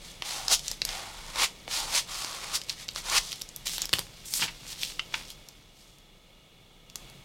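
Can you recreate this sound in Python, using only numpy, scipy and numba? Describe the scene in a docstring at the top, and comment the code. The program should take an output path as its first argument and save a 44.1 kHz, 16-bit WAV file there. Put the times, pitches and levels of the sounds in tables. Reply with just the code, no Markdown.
"""Over a soft hiss, a piece of cardboard scrapes in five strokes across freshly glued paper on a table.
Its edge catches and slips on the fibres, and it ticks as it is lifted and set down. Then a hand brushes
the page, and a loose sheet slides off its stack, crackles as it buckles, and settles. The table rumbles
and thumps under the work. One close microphone hears it all in a small room."""
import sys
import numpy as np
from scipy import signal
from scipy.fft import rfft, irfft, next_fast_len
from scipy.io import wavfile
from scipy.ndimage import uniform_filter1d
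from numba import njit

SR = 44100
rng = np.random.default_rng(int(sys.argv[2]) if len(sys.argv) > 2 else 0)


def transcribe(signal):
    """Save signal, clipped to [-1, 1], as a 16-bit WAV file at the path in sys.argv[1]."""
    frames = np.atleast_2d(signal).T
    limited = np.clip(frames, -1, 1)
    pcm = np.round(limited * 32767).astype(np.int16)
    wavfile.write(sys.argv[1], SR, pcm)


N = 319284


def from_db(db):
    """Turn decibels into a number to multiply by."""
    return 10 ** (np.asarray(db) / 20)


def rms_one(x):
    """Scale a sound so that its average strength (rms) is 1."""
    return x / np.sqrt(np.mean(x ** 2) + 1e-20)


def in_time(rows):
    """Join (time_s, value) points with straight lines, giving a value at every sample."""
    times_s, values = np.transpose(rows)
    return np.interp(np.arange(N) / SR, times_s, values)


def at_hz(points, hz):
    """Read between (pitch_hz, value) points, with octaves evenly spaced."""
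    pitches_hz, values = np.transpose(points)
    return np.interp(np.log(np.maximum(hz, 1)), np.log(pitches_hz), values)


def coloured(x, tone):
    """Shape the lows and highs of a sound with a tone table; the result has strength 1."""
    size = next_fast_len(N)
    hz = np.maximum(np.arange(size // 2 + 1) * SR / size, 1)
    fade_past_ends = np.minimum(1, np.minimum(hz / tone[0][0], tone[-1][0] / hz)) ** 2
    return rms_one(irfft(rfft(x, size) * from_db(at_hz(tone, hz)) * fade_past_ends, size)[:N])


def drift(rate_hz):
    """A smooth random wobble, about 1 in size."""
    step, warm_up = 20, 2000
    r = np.exp(-2 * np.pi * rate_hz * step / SR)
    noise = rng.standard_normal(N // step + warm_up + 2)
    slow = signal.lfilter([1], [1, -2 * r, r * r], noise)[warm_up:]
    return np.interp(np.arange(N) / step, np.arange(len(slow)), rms_one(slow))


def resonate(x, hz, width_hz):
    """Ring at one pitch; a smaller width rings longer."""
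    r = np.exp(-np.pi * width_hz / SR)
    return signal.lfilter([1, 0, -1], [1, -2 * r * np.cos(2 * np.pi * hz / SR), r * r], x)


@njit
def glide(x, hz, width_hz):
    """Ring at a pitch that moves."""
    angle, r = 2 * np.pi * hz / SR, np.exp(-np.pi * width_hz / SR)
    y = np.zeros(len(x))
    for i in range(2, len(x)):
        y[i] = x[i] - x[i - 2] + 2 * r * np.cos(angle[i]) * y[i - 1] - r * r * y[i - 2]
    return y


def band(x, low_hz, high_hz):
    """Keep the sound between two pitches."""
    edges_hz = [low_hz, min(high_hz, SR * .45)]
    return signal.sosfilt(signal.butter(2, edges_hz, "band", fs=SR, output="sos"), x)


def swell(peak_s, rise_s, fall_s, roundness=1):
    """Rise to 1 and fall away; more roundness holds the top longer."""
    t = np.arange(N) / SR - peak_s
    distance = t / np.where(t < 0, rise_s, fall_s)
    return np.exp(roundness - np.minimum(np.hypot(roundness, distance), 30))


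def rub(peak_s, rise_s, fall_s, db, low_db, high_db):
    """Power of one passing rub in its low, middle and high parts."""
    return (from_db([[db + low_db], [db], [db + high_db]]) * swell(peak_s, rise_s, fall_s)) ** 2


def friction(per_s, spread_db, smooth_share):
    """Fibres catch and let go: tiny slips of uneven size over a smooth rub."""
    sizes = from_db(spread_db * np.minimum(rng.exponential(1, N), 5)) * rng.choice([-1, 1], N)
    slips = rms_one(sizes * (rng.random(N) < per_s / SR))
    return rms_one(slips + smooth_share * rng.standard_normal(N))


# Tone of the room's hiss: pitch_hz, relative_db
HISS_TONE = [(60, -10), (140, -5), (200, -7), (270, -10), (500, -11.5), (850, -14), (1500, -23.5),
             (2400, -16.5), (4000, -15.5), (4900, -23.5), (6500, -24), (7500, -26), (9000, -28.5),
             (15000, -32)]
# Pitches that stand out in it: pitch_hz, rough_width_hz, base_level_db
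HISS_PEAKS = [(26.8, 16, -61.5), (134, 33, -66.5), (178.4, 17, -70.5), (530, 112, -75), (1265, 110, -74),
              (2210, 67, -70.5), (2868, 42, -71), (3420, 180, -66)]
# How the whole hiss rises and falls: time_s, change_db
HISS_CHANGES = [(0, 4), (3.2, 3.5), (4.3, 1.5), (5.15, 5), (5.7, -2.5), (6.9, -1), (7.03, 5.5), (7.24, 1.5)]


def room_hiss(base_level_db=-58):
    """Soft background noise with a few faint hums in it."""
    hiss = from_db(base_level_db) * coloured(rng.standard_normal(N), HISS_TONE)
    for hz, width_hz, db in HISS_PEAKS:
        wide_hz = 1.37 * width_hz  # ringing twice narrows the peak again
        hum = resonate(resonate(rng.standard_normal(N), hz, wide_hz), hz, wide_hz)
        hiss += from_db(db) * rms_one(hum)
    return from_db(in_time(HISS_CHANGES)) * hiss


# Tone of the table's rumble: pitch_hz, relative_db
RUMBLE_TONE = [(15, -38), (28, 6.5), (45, -8), (80, -16), (140, -17), (250, -26.5), (500, -23), (1200, -61)]


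def table_rumble(rubbing, rest_db=-65, work_db=-53, ordinary_drag_db=-46.5, average_s=0.16):
    """The table rumbles more the harder the hands work."""
    effort = (rubbing / from_db(ordinary_drag_db)) ** 0.36  # follows only part of each swing
    effort = uniform_filter1d(effort, int(average_s * SR))
    strength = np.hypot(from_db(rest_db), from_db(work_db) * effort)
    return strength * coloured(rng.standard_normal(N), RUMBLE_TONE)


SETTLE_S, LIFT_S = 0.032, 0.025  # how long a drag takes to build up and to die away


def lift(end_s):
    """Full contact that fades once the card leaves."""
    return np.exp(-np.clip((np.arange(N) / SR - end_s) / LIFT_S, 0, 20))


def bite(age_s, full_s):
    """The edge digs in, grips hardest after full_s and then eases."""
    progress = age_s / full_s
    return (progress * np.exp(1 - np.minimum(progress, 20))) ** 2


# The card has a low flex (bending), a middle rasp and a high hiss.
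# In its tables, level_db sets the rasp; flex_db and hiss_db are added to that for the other two.
# Fingers and sleeve graze the held card: until_s, level_db, flex_db, hiss_db
CARD_GRAZE = (4, -60.5, -13, 3)
# The card brushes the page between strokes: peak_s, rise_s, fall_s, level_db, flex_db, hiss_db
CARD_BRUSHES = [(0.06, 0.028, 0.059, -55, -9, 8), (0.69, 0.029, 0.029, -48, -12, 10),
                (2.705, 0.013, 0.017, -46, -10, 6.5), (2.82, 0.023, 0.015, -47.5, -13, 5.5),
                (2.98, 0.013, 0.018, -44.5, -4, 7.5), (3.285, 0.067, 0.052, -53, -4, 13)]


def card_touches():
    """Power of the flex, rasp and hiss from light touches on the card."""
    until_s, db, flex_db, hiss_db = CARD_GRAZE
    graze = from_db(db) * from_db([[flex_db], [0], [hiss_db]]) * lift(until_s)
    return graze ** 2 + sum(rub(*row) for row in CARD_BRUSHES)


# Strokes of the card over the page:
# start_s, end_s, full_bite_s, bite_db, hiss_above_bite_db, drag_db, start_pitch_hz, end_pitch_hz
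CARD_STROKES = [(0.213, 0.537, 0.089, -43, 8.5, -47.5, 855, 780),
                (0.83, 1.441, 0.089, -42.5, 3, -52, 650, 1090),
                (1.668, 1.977, 0.08, -38, 8.5, -50.5, 910, 900),
                (2.059, 2.558, 0.1, -47.5, 11, -46, 1150, 1150),
                (3.023, 3.176, 0.086, -41, 5, -43, 980, 1130)]
# The flick that ends each stroke: level_db, rise_s, fall_s, flex_db, hiss_db
CARD_FLICKS = [(-32, 0.012, 0.0067, -1.5, 14), (-26.5, 0.024, 0.0072, -5.5, 3), (-31, 0.021, 0.011, -8, 7),
               (-35, 0.0088, 0.0059, -5.5, 12), (-25, 0.021, 0.0056, -5.5, 4)]


def card_strokes(bite_flex_db=-3.5, drag_hiss_db=4, flex_lead_s=0.012, roundness=2.23):
    """Power of the flex, rasp and hiss as each stroke bites, drags and speeds up into a flick."""
    t, power = np.arange(N) / SR, 0
    for stroke, ending in zip(CARD_STROKES, CARD_FLICKS):
        start_s, end_s, full_s, bite_db, bite_hiss_db, drag_db, _, _ = stroke
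        flick_db, rise_s, fall_s, flex_db, hiss_db = ending
        age_s = np.maximum(t - start_s, 0)
        contact = (1 - np.exp(-age_s / SETTLE_S)) * lift(end_s)
        grip = bite(age_s, full_s)
        bend = bite(age_s, 1.47 * full_s)  # the card bends later than its edge bites
        biting = from_db(bite_db) * from_db([[bite_flex_db], [0], [bite_hiss_db]]) * [bend, grip, grip]
        dragging = from_db(drag_db) * from_db([[0], [0], [drag_hiss_db]])
        flick = swell(end_s, rise_s, fall_s, roundness)
        give = swell(end_s - flex_lead_s, rise_s, fall_s, roundness)  # it gives way just before leaving
        flicking = from_db(flick_db) * from_db([[flex_db], [0], [hiss_db]]) * [give, flick, flick]
        power += contact ** 2 * (biting ** 2 + dragging ** 2) + flicking ** 2
    return power


def card_pitches(flat_middle_hz=2100, flat_edge_hz=3810):
    """The card's lowest ring glides through each stroke; the upper two rise as it tips onto its edge."""
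    t, low_points, tip_db = np.arange(N) / SR, [], 0
    for stroke, (_, rise_s, _, _, hiss_db) in zip(CARD_STROKES, CARD_FLICKS):
        start_s, end_s, full_s, _, bite_hiss_db, _, start_hz, end_hz = stroke
        low_points += [(start_s, start_hz), (end_s, end_hz)]
        tip_db += hiss_db * swell(end_s, 2 * rise_s, LIFT_S)  # more hiss stands for more tilt
        tip_db += .5 * bite_hiss_db * bite(np.maximum(t - start_s, 0), full_s)
    return in_time(low_points), flat_middle_hz + 65 * tip_db, flat_edge_hz + 110 * tip_db


def card_part(tone, ring_hz, width_hz, ring_db, slips_per_s):
    """Tiny slips make a broad scrape and also set the card ringing at one pitch."""
    scrape = coloured(friction(slips_per_s, spread_db=0.5, smooth_share=0.96), tone)
    drive = coloured(friction(slips_per_s, spread_db=0.5, smooth_share=0.93), tone)
    ring = rms_one(glide(drive, ring_hz, width_hz))
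    return rms_one(scrape + from_db(ring_db) * ring)


# Tones of the card's flex, rasp and hiss: pitch_hz, relative_db
CARD_FLEX_TONE = [(150, -32), (330, -16.5), (500, -12), (620, -9.5), (780, -7.5), (1150, -8.5),
                  (1450, -7.5), (2300, -39)]
CARD_RASP_TONE = [(950, -7), (1500, -6.5), (1900, -0.5), (3000, -1), (3700, -6.5), (5500, -30)]
CARD_HISS_TONE = [(2000, -26), (3200, -0.5), (4200, 0.5), (6200, 0), (7500, -1.5), (10000, -4.5),
                  (13000, -12.5), (16000, -18)]


def cardboard(flex, rasp, hiss):
    """The edge judders over the page: coarse catches bend the card, the finest ones hiss."""
    low_hz, middle_hz, edge_hz = card_pitches()
    low = flex * card_part(CARD_FLEX_TONE, low_hz, width_hz=170, ring_db=-0.5, slips_per_s=1100)
    middle = rasp * card_part(CARD_RASP_TONE, middle_hz, width_hz=380, ring_db=-8.5, slips_per_s=3000)
    high = hiss * card_part(CARD_HISS_TONE, edge_hz, width_hz=2300, ring_db=-1.0, slips_per_s=5000)
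    judder_db = 1.3 * drift(rate_hz=84)
    return from_db(judder_db) * (from_db(-0.97) * low + from_db(-1.15) * middle + from_db(-1.5) * high)


# Taps of the card and snaps of the paper: start_s, base_level_db, pitch_hz, crack_db, knock_db
# (the last two are added to the base level)
TAPS_AND_SNAPS = [(0.222, -27.5, 3420, -21, -3.5), (0.4818, -21.5, 5100, -16, -13),
                  (0.5936, -33, 5330, -10, -24), (0.681, -26, 6140, -11, -18),
                  (0.7143, -28.5, 6300, -7, -9.5), (0.818, -21.5, 3850, -20, -13),
                  (0.851, -26, 5500, -2.5, -13), (0.8902, -29.5, 4740, -19, -11.5),
                  (1.3585, -34.5, 3400, -11, 4), (1.6789, -36, 2450, -19, 6),
                  (2.2462, -31, 5300, -13, -1.5), (2.616, -35, 4270, -15, -14),
                  (2.6957, -26.5, 4700, -13, -36), (2.6997, -28, 4030, -22, -30),
                  (2.883, -37, 5500, -14, -11), (2.888, -28.5, 3960, -20, -19.5),
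                  (2.9604, -30.5, 4060, -13, -1), (3.099, -28.5, 6030, -10, -24),
                  (3.3194, -33.5, 3730, -9, -27), (3.3283, -31.5, 3960, -14, -16),
                  (3.414, -38.5, 3800, -6, -10), (3.4184, -30.5, 5650, -7, -18),
                  (3.4898, -40, 7160, -11, -22), (3.5619, -38.5, 6280, 4, -32), (3.67, -29, 4000, -6, -27),
                  (3.7814, -29.5, 3480, -6, -6.5), (3.819, -23, 6100, -9, -18),
                  (3.8552, -30, 5400, -5, -12), (3.8925, -35, 4100, -9, -4.5), (3.93, -21, 4000, -13, -6),
                  (3.936, -16.5, 2780, -9.5, -10), (3.9859, -30.5, 3720, -11, -0.5),
                  (3.9919, -28.5, 3400, -1, -3), (4.338, -24.5, 5750, -4, -15.5),
                  (4.8325, -24.5, 3420, -13.5, -17), (5.303, -40.5, 4200, -3.5, -20),
                  (5.487, -42, 5600, -6, -24), (5.985, -57, 6500, -2, -20), (6.8992, -46, 4580, -11, -24),
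                  (6.9569, -32.5, 5200, -3, -10.5), (7.0988, -51, 5000, -1, -9)]


def ticks(crumble_s=0.0014, crack_s=0.00086, ring_trim_db=0.76, crack_trim_db=0.8, knock_trim_db=-3.5):
    """Each tick is a ringing snap of crumbling fibres, a sharp crack and a knock on the table."""
    size, opening = 2048, 176  # samples; the first 4 ms set the level
    out, t = np.zeros(N + size), np.arange(size) / SR
    for start_s, db, hz, crack_db, knock_db in TAPS_AND_SNAPS:
        fibres = rng.standard_normal(size) * (1 - np.exp(-t / 0.00028))
        snap = fibres * np.exp(-t / crumble_s)
        snap[4] += 3.2  # the click at the start
        ring = band(resonate(snap, hz, width_hz=2950), 0.49 * hz, 1.4 * hz)
        crack = band(fibres * np.exp(-t / crack_s), 7800, 13200)
        knock = band(snap, 266, 1700)
        start = int(start_s * SR)
        offsets_db = ring_trim_db, crack_db + crack_trim_db, knock_db + knock_trim_db
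        for part, offset_db in zip((ring, crack, knock), offsets_db):
            strength = np.sqrt(np.mean(part[:opening] ** 2))
            out[start:start + size] += from_db(db + offset_db) * part / strength
    return out[:N]


# The fingers change their hold: start_s, end_s
GRIP_CHANGES = [(0.57, 0.61), (0.68, 0.73), (0.86, 0.9), (2.6, 2.73), (2.8, 3.02), (3.3, 3.44), (3.66, 3.9),
                (4.66, 4.7), (5.29, 5.33)]


def crinkles(rubbing, per_s=85, spread_db=5.5, crumble_s=0.001):
    """Shifting fingers and grit under a rubbing edge set off faint stray ticks."""
    t, out = np.arange(N) / SR, 0
    fingers = from_db(-36.5) * sum((t > start_s) & (t < end_s) for start_s, end_s in GRIP_CHANGES)
    grit = np.minimum(from_db(7.5) * rubbing, from_db(-30))  # grit lets go at this size
    strength = np.hypot(fingers, grit)
    age_s = t[t < .02]
    for hz in (3700, 5200, 7600):
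        catches = strength * (rng.random(N) < per_s / 3 / SR)
        sizes = from_db(spread_db * (2 * rng.random(N) - 1)) * rng.choice([-1, 1], N)
        fibres = rng.standard_normal(len(age_s)) * np.exp(-age_s / crumble_s)
        crumbles = signal.oaconvolve(catches * sizes, fibres / np.linalg.norm(fibres))[:N]
        out += resonate(crumbles + 1e-18, hz, width_hz=1600)
    return band(out, 1400, 16000)


# The hand and the sheet land on the table: start_s, level_db
LANDINGS = [(0.819, -51.5), (3.819, -54), (3.93, -38), (3.986, -45), (4.427, -45)]
# Pitches at which the table top rings: pitch_hz, width_hz, relative_db
TABLE_RINGS = [(74, 14, -3), (118, 20, 0), (175, 10.8, -3), (273, 120, 2), (466, 23, -23)]


def table_thumps():
    """Soft blows set the table top ringing briefly."""
    blow, blows = signal.unit_impulse(8192), np.zeros(N)
    ring = sum(from_db(db) * resonate(blow, hz, width_hz) * (-1) ** k
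               for k, (hz, width_hz, db) in enumerate(TABLE_RINGS))
    ring = band(ring, 31, 640)
    ring /= np.sqrt(np.mean(ring[:880] ** 2))  # the first 20 ms set the level
    for start_s, db in LANDINGS:
        blows[int(start_s * SR)] = from_db(db)
    return signal.fftconvolve(blows, ring)[:N]


# Paper slides under the hand and off its stack: peak_s, rise_s, fall_s, level_db, flap_db, sheen_db
# (level_db sets the rustle; the last two are added to it)
PAPER_SLIDES = [(3.659, 0.0023, 0.041, -31.5, -13, -7.5), (3.748, 0.026, 0.017, -33.5, -21, -4.5),
                (3.815, 0.015, 0.018, -34.5, -9.5, -20), (3.949, 0.01, 0.035, -36.5, -7, -4.5),
                (4.262, 0.0047, 0.043, -49, -10, 7.5), (4.365, 0.021, 0.022, -36.5, -10.5, 6.5),
                (4.436, 0.023, 0.014, -28, -6.5, -10), (4.721, 0.029, 0.01, -39, -7.5, -5.5),
                (4.835, 0.028, 0.048, -34.5, -16.5, -9), (5.164, 0.022, 0.039, -40, -3.5, -12),
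                (5.31, 0.022, 0.012, -43.5, -28, -10), (5.8, 0.033, 0.092, -58, -13, -5.5),
                (6.98, 0.01, 0.2, -61, -2, -4)]
# The loose sheet whispers while it is moved: same columns (the sign of rise_s has no effect)
SHEET_WHISPER = (4.5, -0.4, 0.5, -49.5, -7.5, -12)


def paper_slides():
    """Power of the moving paper's low flap, middle rustle and high sheen (a fine hiss)."""
    return sum(rub(*row) for row in PAPER_SLIDES) + rub(*SHEET_WHISPER)


# Tones of the paper's flap, rustle and sheen: pitch_hz, relative_db
FLAP_TONE = [(150, 0), (550, -10), (850, -4), (1400, -4.5), (1900, -2.5), (2500, -0.5), (3100, -5.5),
             (4500, -10)]
RUSTLE_TONE = [(1500, -15.5), (2500, -2), (3200, 4.5), (4300, 5), (5600, 3.5), (7000, -2.5), (9500, -8.5)]
SHEEN_TONE = [(4500, -9), (7200, -3.5), (9000, -5.5), (11500, -11), (14000, -11), (16000, -21)]


def paper(flap, rustle, sheen):
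    """Paper slides on paper and under the hand, its fine grain catching unevenly."""
    low = flap * coloured(friction(per_s=1100, spread_db=5.5, smooth_share=0.52), FLAP_TONE)
    middle = rustle * coloured(friction(per_s=4500, spread_db=5.5, smooth_share=1.0), RUSTLE_TONE)
    high = sheen * coloured(friction(per_s=10000, spread_db=2.2, smooth_share=1.2), SHEEN_TONE)
    catch_db = 1.1 * drift(rate_hz=70)
    return from_db(catch_db) * (from_db(-0.5) * low + from_db(-3.5) * middle + from_db(-0.5) * high)


# The loose sheet buckles and flaps: start_s, peak_level_db, rise_s, fall_s, lowest_pitch_hz
BUCKLES = [(4.418, -25, 0.0059, 0.014, 796), (4.477, -32.5, 0.003, 0.011, 720),
           (4.9934, -18, 0.0011, 0.0024, 1290), (5.1389, -22, 0.0023, 0.0054, 600)]
# Pitches at which the bending sheet rings: pitch_hz, width_hz, relative_db
SHEET_RINGS = [(874, 140, -1.5), (1390, 440, 0.5), (1830, 1280, -0.5), (2770, 600, 5), (3360, 690, 0.5),
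               (4740, 3100, -10.5)]


def sheet_buckles():
    """Each buckle is a short rush of slipping fibres that rings the sheet."""
    t, out = np.arange(N) / SR, 0
    slips = friction(per_s=8200, spread_db=4.5, smooth_share=0.61)
    ring = sum(from_db(db) * width_hz * resonate(slips, hz, width_hz) * (-1) ** k
               for k, (hz, width_hz, db) in enumerate(SHEET_RINGS))
    for start_s, db, rise_s, fall_s, lowest_hz in BUCKLES:
        age_s = np.maximum(t - start_s, 0)
        rise = 1 - np.exp(-np.minimum(age_s / rise_s, 10) ** 2)
        push = rise * np.exp(-np.minimum(age_s / fall_s, 20))
        out += from_db(db) * push / push.max() * rms_one(band(ring, lowest_hz, 7300))
    return out


# How long the room's echo takes to fade by 60 dB: pitch_hz, fade_s
ECHO_FADES = [(200, 0.63), (1500, 0.14), (5000, 0.26), (14000, 0.2)]


def room(x, tail_db=-14.5, near_db=-16.0, near_s=0.0075, size=22050):
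    """Sound bounces off things on the table, then leaves a short echo that lasts longest in the bass."""
    t, tail = np.arange(size) / SR, 0
    edges_hz = np.geomspace(80, 18000, 9)
    for low_hz, high_hz in zip(edges_hz, edges_hz[1:]):
        fade_s = at_hz(ECHO_FADES, np.sqrt(low_hz * high_hz))
        tail += band(rng.standard_normal(size), low_hz, high_hz) * from_db(-60 * t / fade_s)
    tail *= t > .006
    near = band(rng.standard_normal(size) * (t > .003) * np.exp(-t / near_s), 320, 16000)
    echo = from_db(tail_db) * tail / np.linalg.norm(tail) + from_db(near_db) * near / np.linalg.norm(near)
    return x + signal.fftconvolve(x, echo)[:N]


def scene():
    """Everything reaches one microphone, the same in both ears."""
    flex, rasp, hiss = np.sqrt(card_touches() + card_strokes())
    flap, rustle, sheen = np.sqrt(paper_slides())
    handling = ticks() + crinkles(np.hypot(hiss, .5 * rustle)) + sheet_buckles() + table_thumps()
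    rubbing = cardboard(flex, rasp, hiss) + paper(flap, rustle, sheen)
    mono = room(rubbing + handling) + room_hiss() + table_rumble(rasp + flap)
    return np.array([mono, mono])


def record(dry):
    """Cut the treble steeply above 16000 Hz."""
    return signal.sosfilt(signal.ellip(10, .1, 80, 16000, fs=SR, output="sos"), dry)


dry = scene()
out = record(dry)
transcribe(out)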